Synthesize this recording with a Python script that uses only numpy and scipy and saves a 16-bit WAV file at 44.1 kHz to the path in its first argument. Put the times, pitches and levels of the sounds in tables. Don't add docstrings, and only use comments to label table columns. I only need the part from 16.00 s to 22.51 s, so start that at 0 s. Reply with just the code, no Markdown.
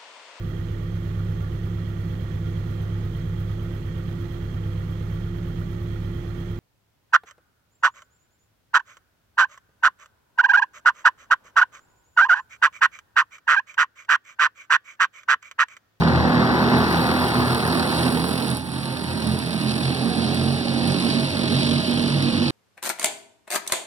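import sys
import numpy as np
from scipy import signal
from scipy.fft import rfft, irfft, next_fast_len
from scipy.io import wavfile
from scipy.ndimage import uniform_filter1d

SR = 44100
rng = np.random.default_rng(int(sys.argv[2]) if len(sys.argv) > 2 else 0)


def store_wav(level_fs):
    pcm = np.round(np.clip(np.atleast_2d(level_fs), -1, 1) * 32767)
    wavfile.write(sys.argv[1], SR, pcm.T.astype(np.int16))


N = 286975
TIME = np.arange(N) / SR
PADDED = next_fast_len(N + SR // 2)
HZ = np.maximum(np.fft.rfftfreq(PADDED, 1 / SR), 1)


def from_db(db):
    return 10 ** (np.asarray(db) / 20)


def unit_rms(x):
    return x / np.sqrt(np.mean(x ** 2) + 1e-20)


def in_time(rows):
    s, *columns = np.transpose(rows)
    return [np.interp(TIME, s, column) for column in columns]


def over_hz(points):
    hz, value = np.transpose(points)
    return np.interp(np.log(HZ), np.log(hz), value)


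def filtered(x, gain):
    return irfft(rfft(x, PADDED) * gain, PADDED)[..., :N]


def band(low_hz, high_hz, order=8):
    return 1 / np.sqrt((1 + (low_hz / HZ) ** (2 * order)) * (1 + (HZ / high_hz) ** (2 * order)))


def drift(rate_hz):
    knots = rng.standard_normal(512)
    return np.interp(TIME * rate_hz, np.arange(len(knots)), knots)


def decay(clicks, seconds):
    return signal.lfilter([1], [1, -np.exp(-1 / (seconds * SR))], clicks + 1e-18)


def bell(s, length):
    window = np.zeros(N)
    inside = abs(TIME - s) < length / 2
    window[inside] = np.cos(np.pi * (TIME[inside] - s) / length)
    return window


def swells(rows):
    return sum(db * bell(s, length) for s, length, db in rows)


def at_level(pair, db, seconds):
    size = int(seconds * SR)
    power = uniform_filter1d(uniform_filter1d(pair.mean(0) ** 2, size), size)
    return pair * from_db(db) / np.sqrt(np.maximum(power, 1e-20))


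def tracking_band(pair, centre_hz, half_width_hz):
    carrier = np.exp(2j * np.pi * np.cumsum(centre_hz) / SR)
    low_pass = signal.butter(2, half_width_hz, fs=SR, output="sos")
    baseband = signal.sosfiltfilt(low_pass, pair * carrier.conj(), padtype="even", padlen=SR // 4)
    return 2 * np.real(carrier * baseband)


# (frequency [Hz], left minus right [dB])
BALANCE = [(60, 11), (85, 4), (130, -3), (175, -5), (230, -7.5), (450, -10), (850, -3.5), (1300, 0.7),
           (1800, -3), (2200, 0.9), (2600, -1.2), (4000, -2.5), (8500, -3), (10000, -3.5), (14000, -10.5)]
# (frequency [Hz], lead of the right side [rad])
PHASE_LEAD = [(100, -.56), (250, -.87), (430, -.9), (600, -2.3), (1000, -2.75), (1650, -2.5), (2200, -3.03),
              (3000, -2.92), (6000, -2.95), (6900, -3.3), (7600, -2.9), (9200, -3.35), (10200, -2.9)]
# (frequency [Hz], level re direct [dB])
DIFFUSE = [(100, -16), (280, -10), (450, -3), (900, -13), (1500, -9), (2200, -26), (2600, -8), (3300, -13),
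           (4300, -12), (6100, -7), (6750, -15), (7300, -5), (10000, -10), (14000, -3)]
def outdoors(x, t60_s=0.19, wet_db=0, lead_s=.000447):
    share = from_db(over_hz(DIFFUSE) + wet_db)
    heard = rfft(x, PADDED) * from_db(over_hz(BALANCE) * [[.5], [-.5]]) / np.sqrt(1 + share ** 2)
    lead = np.exp(.5j * (2 * np.pi * HZ * lead_s + over_hz(PHASE_LEAD)))
    direct = irfft(heard * [lead.conj(), lead], PADDED)[:, :N]
    tail = rng.standard_normal((2, SR // 2)) * from_db(-60 * TIME[:SR // 2] / t60_s)
    tail /= np.linalg.norm(tail, axis=1, keepdims=True)
    diffuse = irfft(heard * share * rfft(tail, PADDED), PADDED)[:, :N]
    stretch_s = .0008 * drift(5)
    delayed = np.clip(np.round((TIME - stretch_s) * SR).astype(int), 0, N - 1)
    return direct + diffuse[:, delayed]


def firings(rates_hz, wander=.004, jitter_s=.00011, uneven_db=1.5, sway_db=2.0):
    pulses = np.zeros(N)
    for rate in rates_hz:
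        cycles = rng.random() + np.cumsum(rate * (1 + wander * drift(3))) / SR
        at = np.flatnonzero(np.diff(np.floor(cycles)))
        late, strength = rng.standard_normal((512, 2))[:len(at)].T
        db = uneven_db * strength + sway_db * drift(2.16)[at]
        np.add.at(pulses, np.clip(at + (late * jitter_s * SR).astype(int), 0, N - 1), from_db(db))
    return pulses


# (time [s], position [0 near side, 1 far side])
TURN = [(1.9, 0.19), (3.4, 0.68)]
FAR = np.clip(in_time(TURN)[0], 0, 1)
# (frequency [Hz], gain [dB])
NEAR_RESPONSE = [(210, 6.5), (248, -5), (300, -4), (400, -10.5), (485, -11.5), (560, -15), (680, -12),
                 (810, -10.5), (1000, -13), (1250, -14.5), (1600, -16), (2000, -20), (2400, -31)]
FAR_RESPONSE = [(200, -7), (233, 10.5), (300, -4), (360, -13), (480, -19.5), (560, -15.5), (640, -9),
                (720, -25.5), (820, -16.5), (1000, -21.5), (1400, -22), (1750, -15.5), (2400, -28.5)]
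def piped(x, dispersion=1.3):
    delay = np.exp(-1j * dispersion * np.sqrt(HZ))
    near_side = filtered(x, delay * from_db(over_hz(NEAR_RESPONSE)))
    far_side = filtered(x, delay * from_db(over_hz(FAR_RESPONSE)))
    return (1 - FAR) * near_side + FAR * far_side


# (centre time [s], duration [s], frequency [Hz], nominal glide [Hz], peak level [dB])
THROBS = [(0.05, 0.14, 165, -1, -19), (0.13, 0.15, 127, 0, -24), (0.13, 0.44, 82, -2, -26),
          (0.26, 0.43, 166, 1, -24), (0.34, 0.25, 246, 0, -21), (0.41, 0.14, 208, -6, -24),
          (0.43, 0.15, 85, 7, -30), (0.5, 0.19, 248, 0, -21), (0.62, 0.08, 249, 13, -22),
          (0.62, 0.11, 207, -7, -24), (0.7, 0.31, 127, 2, -27), (0.75, 0.27, 247, 16, -19),
          (0.79, 0.11, 169, -16, -25), (0.81, 0.33, 210, -4, -26), (0.84, 0.37, 84, -1, -30),
          (0.97, 0.15, 169, 2, -24), (1.03, 0.16, 248, 6, -25), (1.1, 0.14, 211, 11, -26),
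          (1.17, 0.23, 249, -10, -24), (1.2, 0.22, 88, 4, -32), (1.24, 0.1, 168, -6, -26),
          (1.28, 0.18, 127, -2, -27), (1.39, 0.11, 125, -2, -23), (1.41, 0.19, 247, -16, -23),
          (1.49, 0.27, 86, -4, -32), (1.51, 0.19, 124, 11, -25), (1.69, 0.15, 164, 6, -27),
          (1.71, 0.09, 252, 12, -26), (1.74, 0.41, 88, 1, -34), (1.77, 0.06, 249, -16, -23),
          (1.82, 0.09, 246, 5, -25), (2.04, 0.23, 128, 8, -27), (2.04, 0.26, 85, 3, -33),
          (2.05, 0.25, 167, -16, -28), (2.07, 0.08, 252, -9, -23), (2.15, 0.11, 246, 8, -24),
          (2.2, 0.22, 165, 15, -27), (2.54, 0.16, 126, -1, -26), (2.55, 0.16, 84, 5, -34),
          (2.76, 0.16, 130, -7, -30), (2.8, 0.2, 86, 5, -37), (2.89, 0.16, 131, 15, -32),
          (3.11, 0.15, 130, -4, -29), (3.12, 0.17, 86, -1, -34), (3.2, 0.12, 219, 0, -31),
          (3.29, 0.16, 169, 3, -27), (3.3, 0.11, 217, -8, -25), (3.31, 0.18, 130, 11, -26),
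          (3.32, 0.3, 86, 0, -32), (3.45, 0.12, 131, 5, -31), (3.54, 0.24, 173, 8, -31),
          (3.55, 0.08, 219, -7, -28), (3.69, 0.26, 215, 6, -28), (3.71, 0.24, 131, -4, -26),
          (3.86, 0.6, 87, 1, -36), (3.87, 0.17, 132, 5, -23), (4.0, 0.18, 261, 1, -29),
          (4.02, 0.2, 132, 7, -28), (4.07, 0.17, 228, -9, -24), (4.11, 0.26, 176, 2, -29),
          (4.21, 0.14, 226, 4, -23), (4.25, 0.26, 90, 6, -34), (4.3, 0.17, 132, 15, -28),
          (4.31, 0.12, 226, 5, -27), (4.48, 0.27, 135, 7, -23), (4.48, 0.33, 90, 3, -30),
          (4.48, 0.37, 227, 16, -27), (4.67, 0.13, 235, 5, -27), (4.74, 0.12, 92, -10, -32),
          (4.74, 0.19, 133, -1, -28), (4.79, 0.16, 233, 10, -25), (4.9, 0.23, 93, -4, -31),
          (4.9, 0.31, 182, 9, -29), (4.91, 0.13, 231, 16, -27), (4.91, 0.24, 141, 4, -25),
          (5.07, 0.08, 232, -3, -22), (5.08, 0.17, 276, -9, -28), (5.19, 0.18, 232, 11, -25),
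          (5.21, 0.27, 139, -10, -28), (5.36, 0.14, 93, 1, -31), (5.42, 0.22, 235, 5, -26),
          (5.47, 0.13, 137, 6, -28), (5.53, 0.07, 236, 8, -21), (5.53, 0.21, 97, 4, -34),
          (5.58, 0.14, 138, -8, -23), (5.71, 0.24, 236, 6, -25), (5.72, 0.15, 94, 0, -30),
          (5.74, 0.24, 144, 4, -26), (5.92, 0.15, 239, 0, -24), (5.95, 0.12, 143, 9, -26),
          (5.98, 0.17, 95, -4, -33), (6.03, 0.16, 238, -16, -25), (6.16, 0.32, 141, -11, -23),
          (6.21, 0.29, 100, -1, -33), (6.27, 0.09, 237, -15, -22), (6.35, 0.07, 236, 3, -20),
          (6.36, 0.38, 188, -11, -29), (6.41, 0.18, 94, 3, -30), (6.44, 0.11, 238, 16, -21),
          (6.44, 0.14, 143, -14, -27)]
def throbs(order, rate_hz, glide_share=.7, rival_db=-9.5, rival_detune=0.0565):
    note, swollen = np.zeros((2, N))
    rival = from_db(rival_db)
    for s, length, hz, glide_hz, db in THROBS:
        phase, rival_phase, side = rng.random(3)
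        if round(hz / rate_hz[int(s * SR)]) == order:
            swell = bell(s, length)
            on = swell > 0
            cycles = np.cumsum(hz + glide_share * glide_hz * (TIME[on] - s) / length) / SR
            rival_cycles = cycles * (1 + rival_detune * np.sign(side - .5))
            tone = np.sin(2 * np.pi * (phase + cycles))
            tone += rival * np.sin(2 * np.pi * (rival_phase + rival_cycles))
            note[on] += from_db(db) * swell[on] * tone * np.sqrt(2 / (1 + rival ** 2))
            swollen += swell
    return note, np.minimum(swollen, 1)


# (time [s], level [dB])
DRONE = [(0, -17.5), (.8, -22), (1.15, -23.5), (2.3, -23), (2.7, -28), (3.0, -29), (3.75, -26),
         (4.4, -24.5), (6.51, -23)]
# (centre time [s], duration [s], level change [dB])
SAGS = [(1.6, 0.13, -1.5), (1.93, 0.12, -1), (2.67, 0.18, -2.5), (3.47, 0.15, -3.5), (4.61, 0.31, -3.5),
        (5.29, 0.23, -4), (5.84, 0.19, -2.5)]
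# (offset [Hz], half-width [Hz], near gain [dB], far gain [dB])
HARMONICS = [(1.2, 8.4, -14.5, -16), (0.8, 14, -13, -10.5), (-0.63, 22, -9.5, -9.5), (0.49, 25, -17, -8),
             (0.28, 29, -7.5, -14.5), (0.64, 25.6, -21.5, -15.5)]
def drone(pulses, rate_hz, throb_db=-0.1, give_way=0.7, mutter_db=-12.0):
    pair = outdoors(piped(pulses))
    level_db = in_time(DRONE)[0] + swells(SAGS)
    hum, notes = 0, 0
    for order, (offset_hz, half_width_hz, near_db, far_db) in enumerate(HARMONICS, start=2):
        fundamental_hz = rate_hz + offset_hz / order
        note, swollen = throbs(order, fundamental_hz)
        blur = tracking_band(pair, order * fundamental_hz, half_width_hz)
        harmonic_db = level_db + (1 - FAR) * near_db + FAR * far_db
        hum += at_level(blur, harmonic_db, 0.14) * (1 - give_way * swollen)
        notes += note
    throbbing = outdoors(notes, wet_db=-3.0)
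    throbbing *= from_db(throb_db) * notes.std() / throbbing.mean(0).std()
    mutter = outdoors(filtered(pulses * rng.standard_normal(N), band(124, 187, order=4)))
    return hum + throbbing + at_level(mutter, level_db + mutter_db, 0.41)


def beat_level(depth_db=0.5):
    throb_power = sum((from_db(db) * bell(s, length)) ** 2 for s, length, _, _, db in THROBS)
    drone_power = from_db(in_time(DRONE)[0]) ** 2
    db = 10 * np.log10(1 + from_db(depth_db) * throb_power / drone_power) + swells(SAGS)
    return db - db.mean()


def gas_bursts(pulses, decay_s, steady):
    power = decay(pulses ** 2, decay_s)
    return unit_rms(np.sqrt(power / power.mean() + steady) * rng.standard_normal(N))


# (time [s], growl level [dB], bark level [dB])
MIDRANGE = [(0.08, -26.5, -26), (0.58, -25, -24.5), (1.25, -28.5, -26.5), (1.97, -28.5, -29),
            (2.51, -34, -35), (2.61, -43, -42), (2.93, -37.5, -38.5), (4.29, -32.5, -37),
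            (4.58, -32.5, -38), (4.87, -31.5, -36), (6.33, -34, -37.5), (6.35, -33.5, -37)]
def growl_and_bark(pulses, beat_db, roughness=0.79, far_bark_db=-2.0):
    growl_db, bark_db = in_time(MIDRANGE)
    roar = outdoors(piped(unit_rms(pulses) + roughness * gas_bursts(pulses, 0.028, steady=0.4)))
    growl = at_level(filtered(roar, band(339, 567)), growl_db + 0.42 * beat_db - .3, 0.1)
    bark_db += far_bark_db * FAR + 0.26 * beat_db + 0.39
    return growl + at_level(filtered(roar, band(690, 2600)), bark_db, 0.13)


# (frequency [Hz], spectrum level [dB])
RASP_SPECTRUM = [(2000, 5), (2700, -2), (3200, -3.5), (3700, -1), (4300, 3), (4900, -3), (5600, -10),
                 (7000, -26), (8300, -10.5), (9600, -5.5), (11000, -12), (12500, -28.5)]
# (time [s], rasp level [dB], crackle level [dB])
TREBLE = [(0.0, -38, -83), (0.5, -37, -70), (0.88, -35, -47.5), (2.14, -36.5, -39), (2.49, -37, -41.5),
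          (2.64, -44.5, -47), (2.82, -41, -44.5), (3.6, -38, -44.5), (3.86, -37, -41.5), (4.02, -37.5, -45),
          (4.49, -36.5, -42.5), (4.63, -36.5, -46.5), (4.96, -34, -42), (5.46, -34.5, -44.5),
          (5.6, -32, -42), (6.0, -34.5, -43.5), (6.45, -34, -47.5)]
# (centre time [s], duration [s], level change [dB])
SURGES = [(1.77, 0.1, 2), (1.97, 0.21, 3.5), (3.7, 0.058, 4.5), (3.86, 0.098, 3.5), (4.27, 0.41, 2),
          (5.12, .1, 2.5)]
def rasp_and_crackle(blasts, beat_db, sputter_db=6.5, throb_share=0.12):
    rasp_db, crackle_db = in_time(TREBLE)
    colour = from_db(over_hz(RASP_SPECTRUM))
    puffs = gas_bursts(blasts ** 1.36, 0.0034, steady=0.22)
    rasp = outdoors(filtered(puffs, colour * band(2340, 7400)))
    sputter = from_db(sputter_db * np.clip(rng.standard_normal(N), -2, 1.4))
    snaps = gas_bursts(sputter * blasts ** 1.05, 0.00085, steady=0.48)
    crackle = outdoors(filtered(snaps, colour * band(7600, 12000)))
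    throb_db = throb_share * beat_db
    rasp = at_level(rasp, rasp_db + swells(SURGES) + throb_db, 0.29)
    return rasp + at_level(crackle, crackle_db + throb_db - .7, 0.83)


# (time [s], relative level [dB])
SPRAY = [(0, -62.5), (.35, -61), (.95, -51.5), (2.4, -53.5), (2.65, -65), (3.35, -61), (4.4, -67),
         (5.7, -66), (6.51, -75)]
# (frequency [Hz], spectrum level [dB])
GRIT_SPECTRUM = [(3000, -22), (5000, 6), (7000, -30), (9600, 7), (12500, 2), (15500, 16)]
def dirt_spray(grains_per_s=1500, size_db=14.0, hiss=0.99, surge_db=-1.5, gain_db=6.8):
    impacts = rng.random(N) < grains_per_s / SR
    sizes = from_db(size_db * np.minimum(rng.exponential(1, N), 4))
    grains = impacts * sizes * rng.choice([-1, 1], N)
    spray = (unit_rms(grains) + hiss * rng.standard_normal(N)) * from_db(surge_db * drift(60))
    heard = outdoors(filtered(spray, from_db(over_hz(GRIT_SPECTRUM)) * band(4000, 11800)))
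    return at_level(heard, in_time(SPRAY)[0] + gain_db, 0.13)


# (time [s], level [dB])
WIND = [(0, -48), (2.7, -60), (4.9, -52), (6.51, -49)]
# (frequency [Hz], spectrum level [dB])
WIND_SPECTRUM = [(15, -20), (30, -10), (48, 13), (60, 7), (72, 6), (90, -8), (300, -63)]
def wind(left_db=2.0):
    air = filtered(rng.standard_normal(N), from_db(over_hz(WIND_SPECTRUM)))
    return at_level(air * from_db([[left_db], [-left_db]]), in_time(WIND)[0], .4)


# (time [s], relative peak level [dB])
CRACKS = [(1.2531, -19), (1.3025, -27), (1.5474, -10), (1.6697, -21), (2.2005, -15), (2.2923, -12),
          (2.4808, -14), (2.5022, -10.5), (2.5486, -12), (2.57, -11), (3.2715, -13), (3.3893, -13),
          (4.346, -11), (4.8734, -13), (5.0495, -14)]
def cracks(gain_db=6.0, decay_s=0.0013):
    clicks = np.zeros(N)
    for s, db in CRACKS:
        clicks[round(s * SR)] = from_db(db + gain_db)
    snaps = decay(clicks, decay_s) * rng.standard_normal(N)
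    return outdoors(filtered(snaps, from_db(over_hz(RASP_SPECTRUM)) * band(6900, 15000, order=3)))


# (time [s], frequency [Hz], level [dB])
WHINE = [(2.2, 835, -90), (2.36, 842, -45), (2.5, 851, -42.5), (2.8, 890, -45), (3.0, 916, -45),
         (3.33, 973, -45), (3.41, 981, -48), (3.5, 990, -90)]
def whine(waver=0.0035):
    hz, db = in_time(WHINE)
    tone = np.sin(2 * np.pi * np.cumsum(hz * (1 + waver * drift(25.6))) / SR)
    return outdoors(unit_rms(tone) * from_db(db), wet_db=2)


# (time [s], nominal centre [Hz], level [dB])
HOWL = [(3.0, 826.6, -66), (4.15, 800.7, -40.5), (4.95, 814, -48), (5.4, 660, -47), (5.9, 670, -43),
        (6.51, 619.8, -70)]
def howl(pulses, tuning=0.94, half_width_hz=45):
    hz, db = in_time(HOWL)
    return at_level(tracking_band(outdoors(piped(pulses)), tuning * hz, half_width_hz), db, 0.1)


# (time [s], centre [Hz], level [dB])
LOWER_RING = [(4.2, 3200, -60), (5.4, 3220, -46), (5.64, 3220, -36.5), (5.8, 3200, -39.5),
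              (6.05, 3150, -39.5), (6.17, 3120, -44), (6.51, 2950, -41)]
UPPER_RING = [(5.3, 3850, -75), (5.54, 3820, -39), (5.66, 3780, -39), (5.76, 3780, -50), (6.51, 3700, -55)]
def pipe_ring(start_hz=42.5, climb_hz_per_s=3.0, t60_s=.09, half_width_hz=210):
    rate_hz = start_hz + climb_hz_per_s * np.maximum(TIME - LOWER_RING[0][0], 0)
    pulses = firings([rate_hz], wander=.001, jitter_s=.00001, uneven_db=1.0, sway_db=1.0)
    reflections = rng.standard_normal(SR // 4) * from_db(-60 * TIME[:SR // 4] / t60_s)
    heard = outdoors(filtered(pulses, rfft(reflections, PADDED)), wet_db=-2.0)
    return sum(at_level(tracking_band(heard, hz, half_width_hz), db, 0.3)
               for hz, db in (in_time(LOWER_RING), in_time(UPPER_RING)))


# (time [s], firing rate [Hz], spread [fraction])
FIRING_RATE = [(0, 39.3, 0.023), (.8, 42.1, .026), (1.4, 39.5, 0.044), (2.5, 43.7, .05), (3.3, 41.9, 0.047),
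               (4.05, 43.4, .052), (5.0, 46.2, .055), (5.7, 45, .054), (6.51, 49, 0.055)]
GROUP_PACE = [-1.0, -.55, -.3, -.05, .25, .6, 1.0]
# (time [s], left minus right [dB])
BEARING = [(0, 3.5), (.7, 3.5), (1.5, 2.5), (2.5, -0.8), (4, -0.5), (6.51, 0.5)]
def scene(karts_per_group=2, raspy_db=5.0, raspy_lead=.018, nearest_db=6.0, nearest_lag=.021):
    rate_hz, spread = in_time(FIRING_RATE)
    raspy = firings([rate_hz * (1 + raspy_lead)], uneven_db=1.57, sway_db=2.5)
    nearest = firings([rate_hz * (1 - nearest_lag)],
                      wander=.002, jitter_s=.00005, uneven_db=2.0, sway_db=1.5)
    pack = firings([rate_hz * (1 + spread * pace) for pace in GROUP_PACE] * karts_per_group)
    pulses = pack + raspy + from_db(nearest_db) * (1 - FAR) / (1 - FAR[0]) * nearest
    beat_db = beat_level()
    midrange = growl_and_bark(pulses, beat_db)
    treble = rasp_and_crackle(pack + from_db(raspy_db) * raspy, beat_db)
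    pan = from_db(in_time(BEARING)[0] * [[.5], [-.5]])
    engines = (drone(pulses, rate_hz) + midrange + howl(pulses)) * pan + treble + pipe_ring()
    return engines + dirt_spray() + cracks() + whine() + wind()


def record(dry, cutoff_hz=15850):
    return filtered(dry, 1 / np.sqrt(1 + (HZ / cutoff_hz) ** 300))


dry = scene()
out = record(dry)
store_wav(out)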